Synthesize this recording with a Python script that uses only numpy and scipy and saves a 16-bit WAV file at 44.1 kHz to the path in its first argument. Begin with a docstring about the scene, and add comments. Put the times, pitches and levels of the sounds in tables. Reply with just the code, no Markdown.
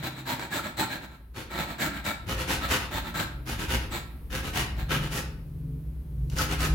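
"""A lemon is rubbed quickly up and down a steel box grater that stands on a cutting board in a home kitchen.
The teeth tear the peel in dense tiny snaps that ring the sheet metal; down strokes are mostly hard, return
strokes light. A few knocks, catches on a tooth and brief squeals of the sheet metal stand out among them.
The grating is heard from two overlapping spots, beside the board and across the room, with echoes made of
decaying noise, over low rumble, the hum of a distant motor built from sines, and faint filtered hiss."""
import sys
import numpy as np
from scipy import signal
from scipy.fft import rfft, irfft, next_fast_len
from scipy.io import wavfile

SR = 44100
rng = np.random.default_rng(int(sys.argv[2]) if len(sys.argv) > 2 else 0)


def dump_mix(stems):
    """Bounce the given channels to the path in sys.argv[1] as a 16-bit WAV at rate SR."""
    frames = np.atleast_2d(stems).T  # one column per channel
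    limited = np.clip(frames, -1, 1)  # hard clip at full scale
    pcm = np.round(limited * 32767).astype(np.int16)
    wavfile.write(sys.argv[1], SR, pcm)


N = 297234
STROKE_SIZE, ECHO_SIZE = 10240, 24576  # samples


def from_db(db):
    """Decibels to gain."""
    return 10 ** (np.asarray(db) / 20)


def rms_one(x):
    """Scale to unit power."""
    return x / np.sqrt(np.mean(x ** 2) + 1e-20)


def at_hz(points, hz):
    """Read a table on a log-frequency axis."""
    knots, values = np.transpose(points)
    return np.interp(np.log(np.maximum(hz, 1)), np.log(knots), values)


def bins(x):
    """Frequencies in Hz of the spectrum of x."""
    return np.fft.rfftfreq(x.shape[-1], 1 / SR)


def shaped(x, gain):
    """Filter a sound by a gain for each frequency."""
    return irfft(rfft(x) * gain, x.shape[-1])


def drift(rate, size):
    """Random curve of unit power, drawn as straight lines through `rate` new points a second."""
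    steps = np.arange(size) * rate / SR
    return rms_one(np.interp(steps, np.arange(size), rng.standard_normal(size)))


def add(out, start_s, sound):
    """Lay a sound into the scene, trimming what falls outside it."""
    at = round(start_s * SR)
    first, last = max(at, 0), min(at + sound.shape[1], N)
    out[:, first:last] += sound[:, first - at:last - at]


# Likeness of left and right. Each row: frequency in Hz, correlation (1 is identical).
LIKENESS = [(100, 0.98), (250, .93), (480, 0.9), (950, 0.53), (1900, 0.17), (7500, 0.34), (15000, 0.064)]


def stereo(pair, colour, balance):
    """Two unrelated sounds become a coloured left and right, alike in the bass and apart in the treble."""
    hz = bins(pair)
    mid, side = rfft(pair) * from_db(at_hz(colour, hz))
    alike = np.clip(at_hz(LIKENESS, hz), -1, 1)
    ears = np.array([[1], [-1]])
    both = np.sqrt(1 + alike) * mid + np.sqrt(1 - alike) * side * ears
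    return irfft(both * from_db(ears * at_hz(balance, hz) / 2), pair.shape[-1])


# Left-right balance of the far spot and the background. Each row: frequency in Hz, left minus right in dB.
FAR_BALANCE = [(200, 0.87), (4400, 0.76), (12000, 1.5)]
# Colour of the low rumble. Each row: frequency in Hz, relative level in dB per Hz.
RUMBLE_COLOUR = [(20, -41), (32, -16), (42, -9), (52, -8), (59, 3.5), (68, -7.5), (100, -16), (200, -23.5),
                 (330, -29), (600, -43), (1200, -65)]
# Fader ride of the rumble. Each row: time in seconds, level in dB.
RUMBLE_LEVEL = [(0, -59), (1.3, -47), (2.2, -43), (2.31, -30.5), (2.43, -36.5), (3.3, -40), (3.8, -32.5),
                (4.1, -40.5), (4.45, -34.5), (6.1, -38), (6.36, -29), (6.5, -34), (6.74, -27)]


def rumble():
    """Low room rumble: noise weighted to the bass, with a level that rises and falls."""
    level = from_db(np.interp(np.arange(N) / SR, *np.transpose(RUMBLE_LEVEL)))
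    noise = rng.standard_normal((2, next_fast_len(N, True)))
    return level * rms_one(stereo(noise, RUMBLE_COLOUR, FAR_BALANCE))[:, :N]


MOTOR_HZ = 22.01  # average turning rate
# Harmonics of the motor. Each row: multiple of the turning rate, relative level in dB before wavering.
MOTOR_ORDERS = [(2, -9.5), (3, -6.5), (5, -13), (6, -1), (7, -2), (9, -17.5), (12, -24), (15, -23),
                (20, -25)]
# Fader ride of the hum. Each row: time in seconds, level in dB.
HUM_LEVEL = [(0, -40), (1.3, -62.5), (3.35, -46.5), (3.82, -36.5), (4.05, -53.5), (4.96, -33.5),
             (5.45, -40.5), (5.67, -32.5), (6.05, -42), (6.4, -36), (6.74, -33.5)]


def motor_hum(waver_db):
    """A distant motor hums at multiples of its slightly drifting speed, and each harmonic wavers by itself."""
    level = from_db(np.interp(np.arange(N) / SR, *np.transpose(HUM_LEVEL)))
    turns = np.cumsum(MOTOR_HZ * (1 + 0.003875 * drift(3.05, N))) / SR
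    hum = 0
    for order, db in MOTOR_ORDERS:
        harmonic = np.sin(2 * np.pi * (round(order) * turns + rng.random()))
        hum = hum + from_db(db + waver_db * drift(4, N)) * harmonic
    return level * rms_one(hum)


# Colour of the hiss. Each row: frequency in Hz, relative level in dB per Hz.
HISS_COLOUR = [(300, -5), (900, 4), (2000, -1.5), (4000, -7.5), (7700, -23), (8600, -9), (12000, -1),
               (15500, -4.5)]
# Fader ride of the hiss, which rises until 4.1 s and then sinks a little.
# Each row: time in seconds, level in dB.
HISS_LEVEL = [(1.3, -67), (4.1, -59), (5.3, -63)]


def hiss():
    """Faint hiss: steady coloured noise under a slow fade."""
    level = from_db(np.interp(np.arange(N) / SR, *np.transpose(HISS_LEVEL)))
    noise = rng.standard_normal((2, next_fast_len(N, True)))
    return level * rms_one(stereo(noise, HISS_COLOUR, FAR_BALANCE))[:, :N]


# Kitchen reverberation. 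Each row: frequency in Hz, time to die by 60 dB in seconds.
KITCHEN_T60 = [(150, 1), (500, 0.66), (1400, 0.56), (5000, 0.43), (12000, 0.23)]


def reflections():
    """One stereo pattern of kitchen echoes: noise that dies sooner in the treble, octave by octave."""
    t = np.arange(ECHO_SIZE) / SR
    flat = [(100, 0)]
    noise = stereo(rng.standard_normal((2, ECHO_SIZE)), flat, flat) / np.sqrt(2)
    octave = np.clip(np.round(np.log2(np.maximum(bins(noise), 1) / 125)), 0, 7)
    tail = 0
    for k in np.unique(octave):
        # the echoes start 3 ms after the direct sound
        decay = from_db(-60 * t / at_hz(KITCHEN_T60, 125 * 2 ** k)) * (t > .003)
        tail = tail + shaped(noise, octave == k) * decay / np.linalg.norm(decay)
    return tail


# Broad colour of the scrape at each spot. Each row: frequency in Hz, relative level in dB per Hz.
NEAR_COLOUR = [(100, 1), (190, 2), (330, 1), (450, -9), (750, -4.5), (1100, -6.5), (1600, -4), (2600, -9),
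               (4300, -11), (5400, -18), (7000, -19), (9000, -24.5), (11500, -19), (15500, -18.5)]
FAR_COLOUR = [(100, 4), (190, 1), (330, -3), (450, -8), (750, -3), (1100, -3), (1600, -4), (2600, -2),
              (4300, -10), (5400, -11.5), (7000, -12), (9000, -16), (11500, -15), (15500, -20.5)]
# Left-right balance of the near spot. Each row: frequency in Hz, left minus right in dB.
NEAR_BALANCE = [(200, -2), (700, -1.5), (1500, -0.5), (4400, 0.5), (6300, 7.5), (7800, 10.5), (9000, -9.5),
                (11200, 7), (14000, 13)]
# The two listening spots, near then far. Each row: colour, balance, share of power from the room,
# trims in dB of board rumble, rasp and sizzle.
SPOTS = [(NEAR_COLOUR, NEAR_BALANCE, 0.3, (-2.5, -0.66, -5)),
         (FAR_COLOUR, FAR_BALANCE, 0.38, (-3.0, -1.02, -4.5))]


def kitchen(sound, spot, patterns):
    """Direct sound plus echoes; the moving arm changes their pattern from sound to sound."""
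    wet = np.clip(SPOTS[spot][2], 0, 1)
    echoes = patterns[rng.integers(len(patterns))]
    out = np.sqrt(wet) * signal.fftconvolve(sound, echoes, axes=1)
    out[:, :sound.shape[1]] += np.sqrt(1 - wet) * sound
    return out


def catch(peak_db, hz, width, fade_s):
    """A knock or a catch is a noise burst of a few milliseconds in one broad resonance."""
    t = np.arange(SR // 20) / SR
    strike = rng.standard_normal((2, len(t))) * np.exp(-t / fade_s)
    burst = signal.lfilter(*signal.iirpeak(hz, hz / width, fs=SR), strike)
    burst = burst + burst.mean(axis=0)  # draws left and right together
    return from_db(peak_db) * burst / abs(burst).max()


# The fruit knocks or catches on a tooth. Each row: start in seconds, dry peak in dB, centre in Hz, width in Hz,
# fade time constant of the strike in seconds, spot (0 near, 1 far).
CATCHES = [(0.275, -41, 330, 400, 0.0059, 0), (0.3957, -22, 600, 1400, 0.0019, 0),
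           (2.05, -28, 2000, 4000, .003, 0), (6.299, -32, 3940, 5000, 0.0044, 1),
           (6.367, -34, 2500, 4000, .005, 1), (6.385, -16, 5440, 1400, 0.0045, 1),
           (6.605, -21, 2000, 3000, 0.0042, 1)]


def catches(out, patterns):
    """Lay every knock and catch into the room."""
    for start, peak_db, hz, width, fade_s, spot in CATCHES:
        add(out, start, kitchen(catch(peak_db, hz, width, fade_s), spot, patterns))


def pressure(rise, fall):
    """The hand's push swells and eases off, over times in seconds."""
    t = np.arange(STROKE_SIZE) / SR
    return np.sin(np.interp(t, [0, rise, rise + fall], [0, np.pi / 2, np.pi]))


def squeal(length_s, level_db, hz, wobble):
    """A short tone of the sheet metal whose pitch trembles while it swells and fades."""
    turns = np.cumsum(hz * (1 + wobble * drift(410, STROKE_SIZE))) / SR
    tone = np.sqrt(2) * np.sin(2 * np.pi * turns + rng.random((2, 1)))
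    return from_db(level_db) * pressure(length_s / 2, length_s / 2) ** 2 * tone


# The peel sticks and slips in step with the sheet, which sings briefly. Each row: middle in seconds,
# length in seconds, dry level in dB at the top of the swell, average pitch in Hz, spot (0 near, 1 far).
SQUEALS = [(0.532, .03, -29, 1633, 0), (0.597, .02, -29.5, 1350, 0), (0.644, 0.022, -37, 1350, 0),
           (0.83, 0.031, -35, 1335, 0), (1.871, .05, -34.5, 1350, 0), (2.113, 0.051, -34.5, 1340, 0),
           (6.393, 0.023, -30.5, 1455, 1), (6.404, 0.063, -31.5, 1313, 1)]


def squeals(out, patterns):
    """Lay every stick-slip squeal into the room, centred on its middle."""
    for middle, length_s, level_db, hz, spot in SQUEALS:
        sound = squeal(length_s, level_db, hz, wobble=0.034)
        add(out, middle - length_s / 2, kitchen(sound, spot, patterns))


def teeth(snaps_per_s, spread_db, rows_per_s, chatter_db):
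    """Tiny uneven snaps, bunched as the peel crosses the rows of teeth; two faces of the grater radiate them."""
    rows = np.cumsum(rows_per_s * from_db(2 * drift(25.4, STROKE_SIZE))) / SR
    bunching = from_db(chatter_db * np.cos(2 * np.pi * rows))
    sizes = from_db(spread_db * np.minimum(rng.exponential(1, STROKE_SIZE), 3))
    snaps = rng.random(STROKE_SIZE) < snaps_per_s / SR
    return snaps * sizes * bunching * rng.choice([-1, 1], (2, STROKE_SIZE))


def resonate(x, hz, width, lift_db):
    """Lift a narrow band so that it rings on, or cut it where the lift is negative."""
    a = from_db(lift_db / 2)
    damping = np.pi * width / SR
    c = -2 * np.cos(2 * np.pi * hz / SR)
    top = [1 + damping * a, c, 1 - damping * a]
    bottom = [1 + damping / a, c, 1 - damping / a]
    return signal.lfilter(top, bottom, x + 1e-18)


def bite(push, fullness, lumps_db, lumps_per_s):
    """The bite starts softly and then steepens as the push grows, and the knobbly peel makes it uneven."""
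    return np.maximum(push, 0) ** fullness * from_db(lumps_db * drift(lumps_per_s, STROKE_SIZE))


BOARD_LOWEST_HZ, RASP_BOTTOM_HZ, RASP_TOP_HZ = 75, 573, 4480
GRIP_DETUNE = .014  # largest upward share by which the grip shifts a resonance
# Resonances of grater and board. Each row: nominal frequency in Hz, width in Hz,
# nominal lift in dB at the near spot, nominal lift in dB at the far spot.
MODES_OF_GRATER = [(314.3, 19, 3, 7.5), (412.4, 16, -15.5, 9), (525, 24, -4, 9.5), (572, 69, 3.5, -6),
                   (616, 43, 4.5, 3), (890, 140, 6, 3), (1260, 17, -2, 8), (1335, 70, 10, 6),
                   (1493, 32, -7, 7.5), (1580, 26, -1, -5.5), (1613, 110, 6, 7.5), (1872, 190, 4, 2.5),
                   (2274, 110, 7.5, -1), (2936, 190, -1.5, 4), (3660, 240, 4.5, 2), (4045, 170, 7, 1.5),
                   (4350, 120, 0.5, 5.5), (7870, 1500, 7.5, -4.5)]


def grating(push, rasp_db, sizzle_db, board_db, spot, grip_spread):
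    """One stroke: the snaps shake board, sheet and teeth, and the grater's resonances ring."""
    colour, balance, _, trim_db = SPOTS[spot]
    snaps = teeth(snaps_per_s=11000, spread_db=1.5, rows_per_s=130, chatter_db=2.0)
    scrape = stereo(snaps, colour, balance)
    # the small board radiates no deep bass
    scrape = shaped(scrape, bins(scrape) > BOARD_LOWEST_HZ)
    # three bands: board rumble, rasp, sizzle
    band = np.digitize(bins(scrape), [RASP_BOTTOM_HZ, RASP_TOP_HZ])
    gains = from_db(rasp_db + np.array([board_db, 0, sizzle_db]) + trim_db)
    out = sum(gain * rms_one(shaped(scrape, band == k)) for k, gain in enumerate(gains))
    for hz, width, *lift_db in MODES_OF_GRATER:
        # hand and fruit damp and detune each resonance differently on every pass
        damping, detune = rng.uniform(-1.17, 1, 2)
        lift = lift_db[spot] * (1 + grip_spread * damping)
        out = resonate(out, hz * (1 + GRIP_DETUNE * detune), width, lift)
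    # the holding hand stops the ring as soon as the stroke ends
    return out * bite(push, fullness=1.165, lumps_db=1.33, lumps_per_s=90.0)


FIRM_STROKE_DB = -30.5
BOARD_KEEPS = 0.2  # as a stroke gets lighter than a firm one, the board's rumble keeps this share of the lost dB
# Part of a stroke in which the push builds up, as a share of its length: near spot, far spot.
SWELL_SHARES = (0.47, 0.5)


def stroke(length_s, rasp_db, sizzle_db, spot):
    """Passes at one spot share a swell shape; the lighter one is, the more the board stands out under the rasp."""
    rise = length_s * np.clip(SWELL_SHARES[spot], .1, .9)
    board_db = BOARD_KEEPS * (FIRM_STROKE_DB - rasp_db)
    return grating(pressure(rise, length_s - rise), rasp_db, sizzle_db, board_db, spot, grip_spread=0.67)


# Light strokes back up the grater. Each row: start in seconds,
# rasp level in dB before trim, swell and ringing, spot (0 near, 1 far).
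RETURN_STROKES = [(-.085, -40.5, 0), (.14, -44.5, 0), (.377, -38.5, 0), (.618, -40, 0), (.884, -37, 0),
                  (1.085, -55.5, 0), (1.493, -37.5, 0), (1.657, -40.5, 0), (1.919, -41, 0),
                  (2.358, -34.5, 1), (2.598, -34, 0), (2.777, -39.5, 1), (3.028, -40, 0), (3.572, -34, 1),
                  (3.785, -45, 1), (4.419, -35.5, 1), (4.754, -42, 0), (4.994, -38, 1), (6.472, -32.5, 1),
                  (6.685, -46, 1)]


def return_strokes(out, patterns):
    """Going back, the teeth slide more than they cut: less sizzle, and every stroke of one length."""
    for start, rasp_db, spot in RETURN_STROKES:
        sound = stroke(0.1, rasp_db, sizzle_db=-1.5, spot=spot)
        add(out, start, kitchen(sound, spot, patterns))


# Strokes down the grater, mostly hard, with a few light touches. Each row: start in seconds, length in seconds,
# rasp level in dB before trim, swell and ringing, extra sizzle in dB, spot (0 near, 1 far).
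DOWN_STROKES = [(.016, 0.083, -33, 0, 0), (.25, 0.11, -31, 1, 0), (.502, 0.11, -30.5, 1, 0),
                (.763, 0.096, -30, 0, 0), (1.011, 0.061, -46, 0, 0), (1.334, 0.12, -40.5, -1.5, 1),
                (1.55, 0.11, -33.5, -1, 0), (1.776, 0.12, -29, 0, 0), (2.035, 0.099, -30.5, 1, 0),
                (2.26, 0.11, -34, -0.5, 1), (2.464, 0.12, -28.5, -0.5, 1), (2.677, 0.11, -25, 0, 1),
                (2.903, .11, -31.5, 0, 0), (3.134, 0.12, -31, 0, 0), (3.451, 0.12, -35.5, 1, 1),
                (3.675, 0.11, -28, -0.5, 1), (3.9, 0.11, -34.5, 0, 0), (4.296, 0.13, -33.5, 0, 1),
                (4.524, .122, -29, 0, 1), (4.882, 0.11, -29, -1.5, 1), (5.1, .121, -32, 2.5, 1),
                (6.3, 0.071, -49, 2, 1), (6.351, 0.11, -31, 4, 1), (6.578, 0.11, -29, 0.5, 1)]


def down_strokes(out, patterns):
    """The teeth cut into the peel on the way down, with length and sizzle set stroke by stroke."""
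    for start, length_s, rasp_db, sizzle_db, spot in DOWN_STROKES:
        add(out, start, kitchen(stroke(length_s, rasp_db, sizzle_db, spot), spot, patterns))


def scene():
    """Background first, then the grating; near sounds are drier, far ones carry more of the room."""
    out = rumble() + motor_hum(waver_db=5.5) + hiss()
    patterns = [reflections() for _ in range(12)]
    catches(out, patterns)
    squeals(out, patterns)
    return_strokes(out, patterns)
    down_strokes(out, patterns)
    return out


def record(dry):
    """The top is cut steeply above 15950 Hz."""
    return signal.sosfilt(signal.ellip(12, .1, 90, 15950, fs=SR, output="sos"), dry)


dry = scene()
out = record(dry)
dump_mix(out)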